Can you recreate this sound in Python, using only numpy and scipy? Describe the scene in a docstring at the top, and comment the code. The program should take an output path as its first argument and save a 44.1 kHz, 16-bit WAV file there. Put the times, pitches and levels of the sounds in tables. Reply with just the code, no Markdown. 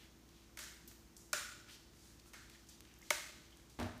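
"""A bare room hums, and from across its wooden floor slow steps come towards the microphone:
someone on a metal crutch and in a walking boot. Soles scuff, clothes rustle, buckles and fittings tick.
The crutch tubes clack as they take and lose weight, and rattle and squeak faintly on the forward swing.
At the end the boot lands close by with a dull thud that sets the floor booming."""
import sys
import numpy as np
from scipy import signal
from scipy.fft import rfft, irfft, next_fast_len
from scipy.io import wavfile
from scipy.ndimage import uniform_filter1d

SR = 44100
rng = np.random.default_rng(int(sys.argv[2]) if len(sys.argv) > 2 else 0)


def waveform_to_disk(signal):
    """Save audio, clipped to [-1, 1], as 16-bit WAV at the path in sys.argv[1]."""
    frames = np.transpose(np.atleast_2d(signal))
    scaled = np.clip(frames, -1, 1) * 32767
    samples = np.round(scaled).astype(np.int16)
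    wavfile.write(sys.argv[1], SR, samples)


N = 176400  # 4 s
RUB_ROOM_DB = -5.5  # room send of scuffs and squeaks


def amp(db):
    """Decibels to gain."""
    return 10 ** (np.asarray(db) / 20)


def unit(x):
    """Scales to energy 1."""
    return x / np.sqrt(np.sum(x ** 2) + 1e-20)


def curve_at(points, hz):
    """Interpolates (Hz, value) points on a log-frequency axis."""
    freqs, values = np.transpose(points)
    return np.interp(np.log(hz + 1), np.log(freqs), values)


def add(mix, start, sound):
    """Mixes a sound in at a start given in seconds."""
    part = mix[max(round(start * SR), 0):][:len(sound)]
    part += sound[:len(part)]


def clock():
    """Time axis of one blow, half a second."""
    return np.arange(SR // 2) / SR


def fade(t, t60):
    """Exponential decay, 60 dB down after t60 seconds."""
    return np.exp(-np.log(1000) * t / t60)


def colour(x, db_at):
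    """Minimum-phase filter whose gain in dB is db_at(Hz)."""
    size = next_fast_len(len(x) + SR // 10)
    log_gain = np.log(amp(db_at(abs(np.fft.fftfreq(size, 1 / SR)))))
    response = np.exp(np.conj(signal.hilbert(log_gain)))
    return np.fft.ifft(np.fft.fft(x, size) * response).real[:len(x)]


def hump(x, centre_hz, octaves):
    """Broad resonance with soft skirts."""
    return colour(x, lambda f: -20 * np.log10(1 + (np.log2((f + 1) / centre_hz) / octaves) ** 2 / 2))


def background():
    """An appliance hums steadily over the soft air of the room."""
    # Each row: frequency in Hz, level in dB.
    hum_tones = [(59.3, -69), (111.7, -77.5), (223.3, -76.5), (296, -80.5), (335, -73.5)]
    # Each row: frequency in Hz, relative level in dB.
    air_spectrum = [(20, -3), (45, 3.5), (100, 0), (200, -0.5), (350, -4), (550, -12), (1000, -14),
                    (2000, -17.5), (4500, -20), (6300, -17), (8000, -23.5), (10500, -26), (15000, -25)]
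    t = np.arange(N) / SR
    air = unit(colour(rng.standard_normal(N), lambda f: curve_at(air_spectrum, f))) * np.sqrt(N)
    hum = sum(np.sqrt(2) * amp(db) * np.sin(2 * np.pi * (hz * t + rng.random())) for hz, db in hum_tones)
    return amp(-64.5) * air + hum


def rub(length, db, hz, octaves, grain_db=-1):
    """Grainy friction that swells and fades."""
    count = int(length * SR)
    noise, grain = rng.standard_normal((2, SR))[:, :count]
    grain = unit(uniform_filter1d(grain, size=90)) * np.sqrt(count)
    friction = unit(hump(noise * amp(grain_db * grain), hz, octaves)) * np.sqrt(count)
    return amp(db) * friction * np.hanning(count)


def scuffs():
    """Soles brush the floor and cloth rubs."""
    # Each row: middle in seconds, length in seconds, level at the crest in dB, centre in Hz.
    strokes = [(0.021, 0.17, -64, 2600), (.38, 0.35, -71.5, 3460), (1.697, 0.061, -58.5, 2470),
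               (1.732, .12, -58.5, 3900), (2.05, 0.36, -67.5, 5600), (2.28, 0.08, -66.5, 6600),
               (2.546, 0.079, -67, 3550), (2.721, .14, -64.5, 4630), (2.897, .24, -74, 2060),
               (3.074, 0.14, -65.5, 4400)]
    for middle, length, db, hz in strokes:
        start = middle - length / 2
        scuff = rub(length, db, hz, octaves=0.64)
        scuff = scuff[max(round(-start * SR), 0):]  # the first is already under way
        yield start, scuff, amp(RUB_ROOM_DB) * scuff


def burst(t60):
    """Dying contact noise with an even spectrum, energy 1."""
    decay = fade(clock(), t60)
    noise = rng.standard_normal(len(decay)) * decay
    for _ in range(4):  # even out spectrum and envelope in turn
        spectrum = rfft(noise)
        noise = irfft(spectrum / (abs(spectrum) + 1e-12), len(decay))
        envelope = np.sqrt(abs(uniform_filter1d(noise ** 2, size=60)) + 1e-14)
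        noise = noise / envelope * decay
    return unit(noise)


def fittings():
    """Buckles and fittings tick, each with its own colour and length."""
    # Each row: start in seconds, level in dB, centre in Hz, width in octaves, t60 in seconds,
    # room send in dB.
    ticks = [(.2898, -43, 4500, .6, .02, -6), (0.8757, -29.5, 14200, .13, .07, -2.5),
             (.877, -29.5, 6260, 0.56, 0.12, -3), (0.913, -35.5, 1500, 1.2, 0.039, -3),
             (1.1663, -30.5, 6450, 0.37, 0.03, -2), (1.177, -36, 9750, 0.55, .04, 2),
             (2.198, -37.5, 4840, 0.35, 0.013, -9), (2.498, -34.5, 4550, 0.83, 0.035, 0.5),
             (2.688, -32.5, 6240, 0.25, 0.06, -6.5), (2.696, -35, 9900, 0.84, 0.016, -12),
             (2.806, -31, 3580, 1.5, .015, -11), (2.8519, -38.5, 2780, 0.56, .015, -3),
             (2.9393, -39.5, 6500, 0.3, 0.013, -5), (2.9882, -41, 13900, 0.24, .015, 3),
             (3.0176, -38.5, 6050, .3, 0.014, 2), (3.571, -39.5, 6900, .5, .02, -0.5),
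             (3.697, -36.5, 4930, 0.8, 0.12, 0.5), (3.799, -25.5, 3400, 0.72, .018, -14),
             (3.829, -28, 3820, 0.45, .03, -8), (3.979, -43, 10000, 0.54, .012, -17)]
    for start, db, hz, octaves, t60, room_db in ticks:
        tick = amp(db) * unit(hump(burst(t60), hz, octaves))
        yield start, tick, amp(room_db) * tick


def ring(modes, rise_cycles=0.5):
    """Struck modes that build up within about a cycle, energy 1."""
    t = clock()
    ringing = np.zeros(len(t))
    for hz, db, t60 in modes:
        rise = 1 - np.exp(-hz * t / rise_cycles)
        ringing += amp(db) * fade(t, t60) * rise * np.sin(2 * np.pi * hz * t)
    return unit(ringing)


def bend(x, lag_scale_s=0.0032):
    """Bending waves disperse: the treble arrives before the bass."""
    hz = np.fft.rfftfreq(2 * len(x), 1 / SR)
    lag = lag_scale_s * np.maximum(np.sqrt(1000 / (hz + 100)) - 1 / np.sqrt(8), 0)
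    phase = 2 * np.pi * np.cumsum(lag) * hz[1]
    return irfft(rfft(x, 2 * len(x)) * np.exp(-1j * phase))[:len(x)]


def crutch():
    """The tubes clack and chatter in their joints and knock on the floorboard."""
    # Each row: start in seconds, level in dB, then board, joint and tube ring in dB against the contact,
    # tilt of the contact in dB per octave, room send in dB.
    knocks = [(0.5722, -23.5, -19, -6, -23, 1.1, 3.5), (.5895, -21.5, -16, -10, -21, 1.4, 4),
              (1.3307, -7.5, -9.5, -27, -2.5, 0.24, -1.5), (2.3338, -28.5, -31, -8, -15, -1, 2),
              (2.341, -28, -28, -8, -21, -1.5, 0.5), (3.1045, -4.5, -6.5, -1, -10.5, 0.5, -4)]
    # Each row: frequency in Hz, relative level in dB.
    contact_spectrum = [(150, -30), (450, -14.5), (1030, -5), (1400, 1.5), (1900, 1.5), (2700, -3),
                        (4500, -5.5), (7000, -6), (10500, -11), (15000, -13)]
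    # Each row of these three: frequency in Hz, relative level in dB, t60 in seconds.
    board_modes = [(375, -6, 0.15), (606, 10.5, 0.066)]
    joint_modes = [(930, -6, 0.069), (1260, -3, 0.019), (1623, 2, 0.016), (2196, 10, 0.027),
                   (6230, 3, 0.01)]
    tube_modes = [(1443, -4.5, 0.034), (1481, -8, 0.16), (2365, -9, 0.052), (5400, -7, 0.062),
                  (7250, 4, 0.0092), (8980, -8, .03)]
    rise = np.minimum(clock() / 0.0005, 1)  # half a millisecond
    for start, db, board_db, joint_db, tube_db, tilt_db, room_db in knocks:
        def contact_db(hz):
            return curve_at(contact_spectrum, hz) + tilt_db * np.log2(1 + hz)
        crack = burst(t60=0.024)
        chatter = amp(2.5) * burst(t60=0.044)
        contact = unit(colour(crack * rise + chatter, contact_db))
        board = amp(board_db) * ring(board_modes)
        joint = amp(joint_db) * ring(joint_modes)
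        tube = amp(tube_db) * ring(tube_modes)
        direct = bend(contact + board + joint + tube)
        send = unit(colour(crack, contact_db)) + amp(-6) * board + amp(-8) * joint + amp(-2) * tube
        yield start, amp(db) * direct, amp(db + room_db) * send


def rattles():
    """Loose parts touch at random while the crutch swings forward, each at its own pitch."""
    from_s, until_s, per_second = 1.9, 3.6, 16
    loudest_db, range_db, room_db = -42.5, 6, 2.5
    centre_hz, spread_octaves = 3250, 1.4
    for slot, (jitter, softness, pitch) in enumerate(rng.random((40, 3))):
        start = from_s + (slot + jitter) / per_second
        hz = centre_hz * 2 ** (spread_octaves * (2 * pitch - 1))
        contact = rng.standard_normal(2048) * fade(clock()[:2048], t60=0.025)
        if start < until_s:
            tick = amp(loudest_db - range_db * softness) * unit(hump(contact, hz, octaves=0.64))
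            yield start, tick, amp(room_db) * tick


def squeaks():
    """The crutch joints rub in short, narrow squeaks."""
    # Each row: start in seconds, length in seconds, level at the crest in dB, pitch in Hz.
    joint_rubs = [(2.543, .025, -64, 2090), (3.018, .018, -60, 2130), (3.508, 0.042, -67, 3200)]
    for start, length, db, hz in joint_rubs:
        squeak = rub(length, db, hz, octaves=0.13)
        yield start, squeak, amp(RUB_ROOM_DB) * squeak


def boot(slap_room_db=-4.5, boom_room_db=-8.5):
    """Near the microphone the stiff boot rolls from heel to sole in several slaps; the floor booms."""
    # Each row: start in seconds, level in dB, boom in dB against the slap.
    blows = [(3.789, -15, 0), (3.801, -13.5, -3), (3.812, -14.5, 0.5), (3.8221, -19, 7.5), (3.843, -19, -2),
             (3.860, -19, -15), (3.955, -32.5, 8.5)]
    # Each row: frequency in Hz, relative level in dB.
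    sole_spectrum = [(30, 5), (60, 11.5), (150, 7.5), (330, 6.5), (480, -2), (750, 3.5), (1400, -2.5),
                     (2400, -8.5), (4000, -15), (8000, -24), (15000, -30)]
    # Each row: frequency in Hz, relative level in dB, t60 in seconds.
    floor_modes = [(96.7, -2, 0.16), (183, -14, 0.26), (241, 0.5, 0.19), (321, -12.5, 0.3),
                   (629.5, -11.5, 0.28)]
    for start, db, boom_db in blows:
        slap = amp(db) * unit(colour(burst(t60=0.12), lambda f: curve_at(sole_spectrum, f)))
        boom = amp(db + boom_db) * ring(floor_modes)
        yield start, slap + boom, amp(slap_room_db) * slap + amp(boom_room_db) * boom


def room(send, delay_s=0.0043, build_s=0.01):
    """Dense reflections off bare walls ring longest around 4 kHz."""
    # Each row: frequency in Hz, t60 in seconds.
    decay_times = [(100, 0.7), (600, 0.65), (1500, 0.77), (4000, 0.83), (7000, 0.72), (10000, 0.59),
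                   (15000, 0.68)]
    # Each row: frequency in Hz, relative level in dB.
    wall_colour = [(100, -4), (500, -1), (1000, -3.5), (1550, 1.5), (2200, -2.5), (4000, 1), (8000, 1.5),
                   (15000, -4)]
    reflections = rng.standard_normal(SR) * (rng.random(SR) < 0.25)
    hz, t, bands = signal.stft(reflections, SR, nperseg=256)
    bands = bands * fade(t, curve_at(decay_times, hz)[:, None]) * amp(curve_at(wall_colour, hz))[:, None]
    tail = signal.istft(bands, SR)[1][:SR]
    build = np.clip((np.arange(SR) / SR - delay_s) / build_s, 0, 1)
    return signal.fftconvolve(send, unit(tail * build))[:N]


def scene(room_paths=3):
    """Over the hum, each event reaches one microphone directly and by one of a few room paths."""
    dry, sends = np.zeros(N), np.zeros((room_paths, N))
    for source in (crutch, fittings, scuffs, squeaks, boot, rattles):
        for k, (start, direct, send) in enumerate(source()):
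            add(dry, start, direct)
            add(sends[k % room_paths], start, send)
    return (dry + sum(room(send) for send in sends) + background())[None]


def record(dry, low_cut_hz=39, top_hz=15220):
    """The microphone's bass cut and the recorder's band limit."""
    bass_cut = signal.butter(4, low_cut_hz, "highpass", fs=SR, output="sos")
    band_limit = signal.firwin(511, top_hz, window=("kaiser", 8), fs=SR)
    return signal.oaconvolve(signal.sosfilt(bass_cut, dry), band_limit[None], "same")


dry = scene()
out = record(dry)
waveform_to_disk(out)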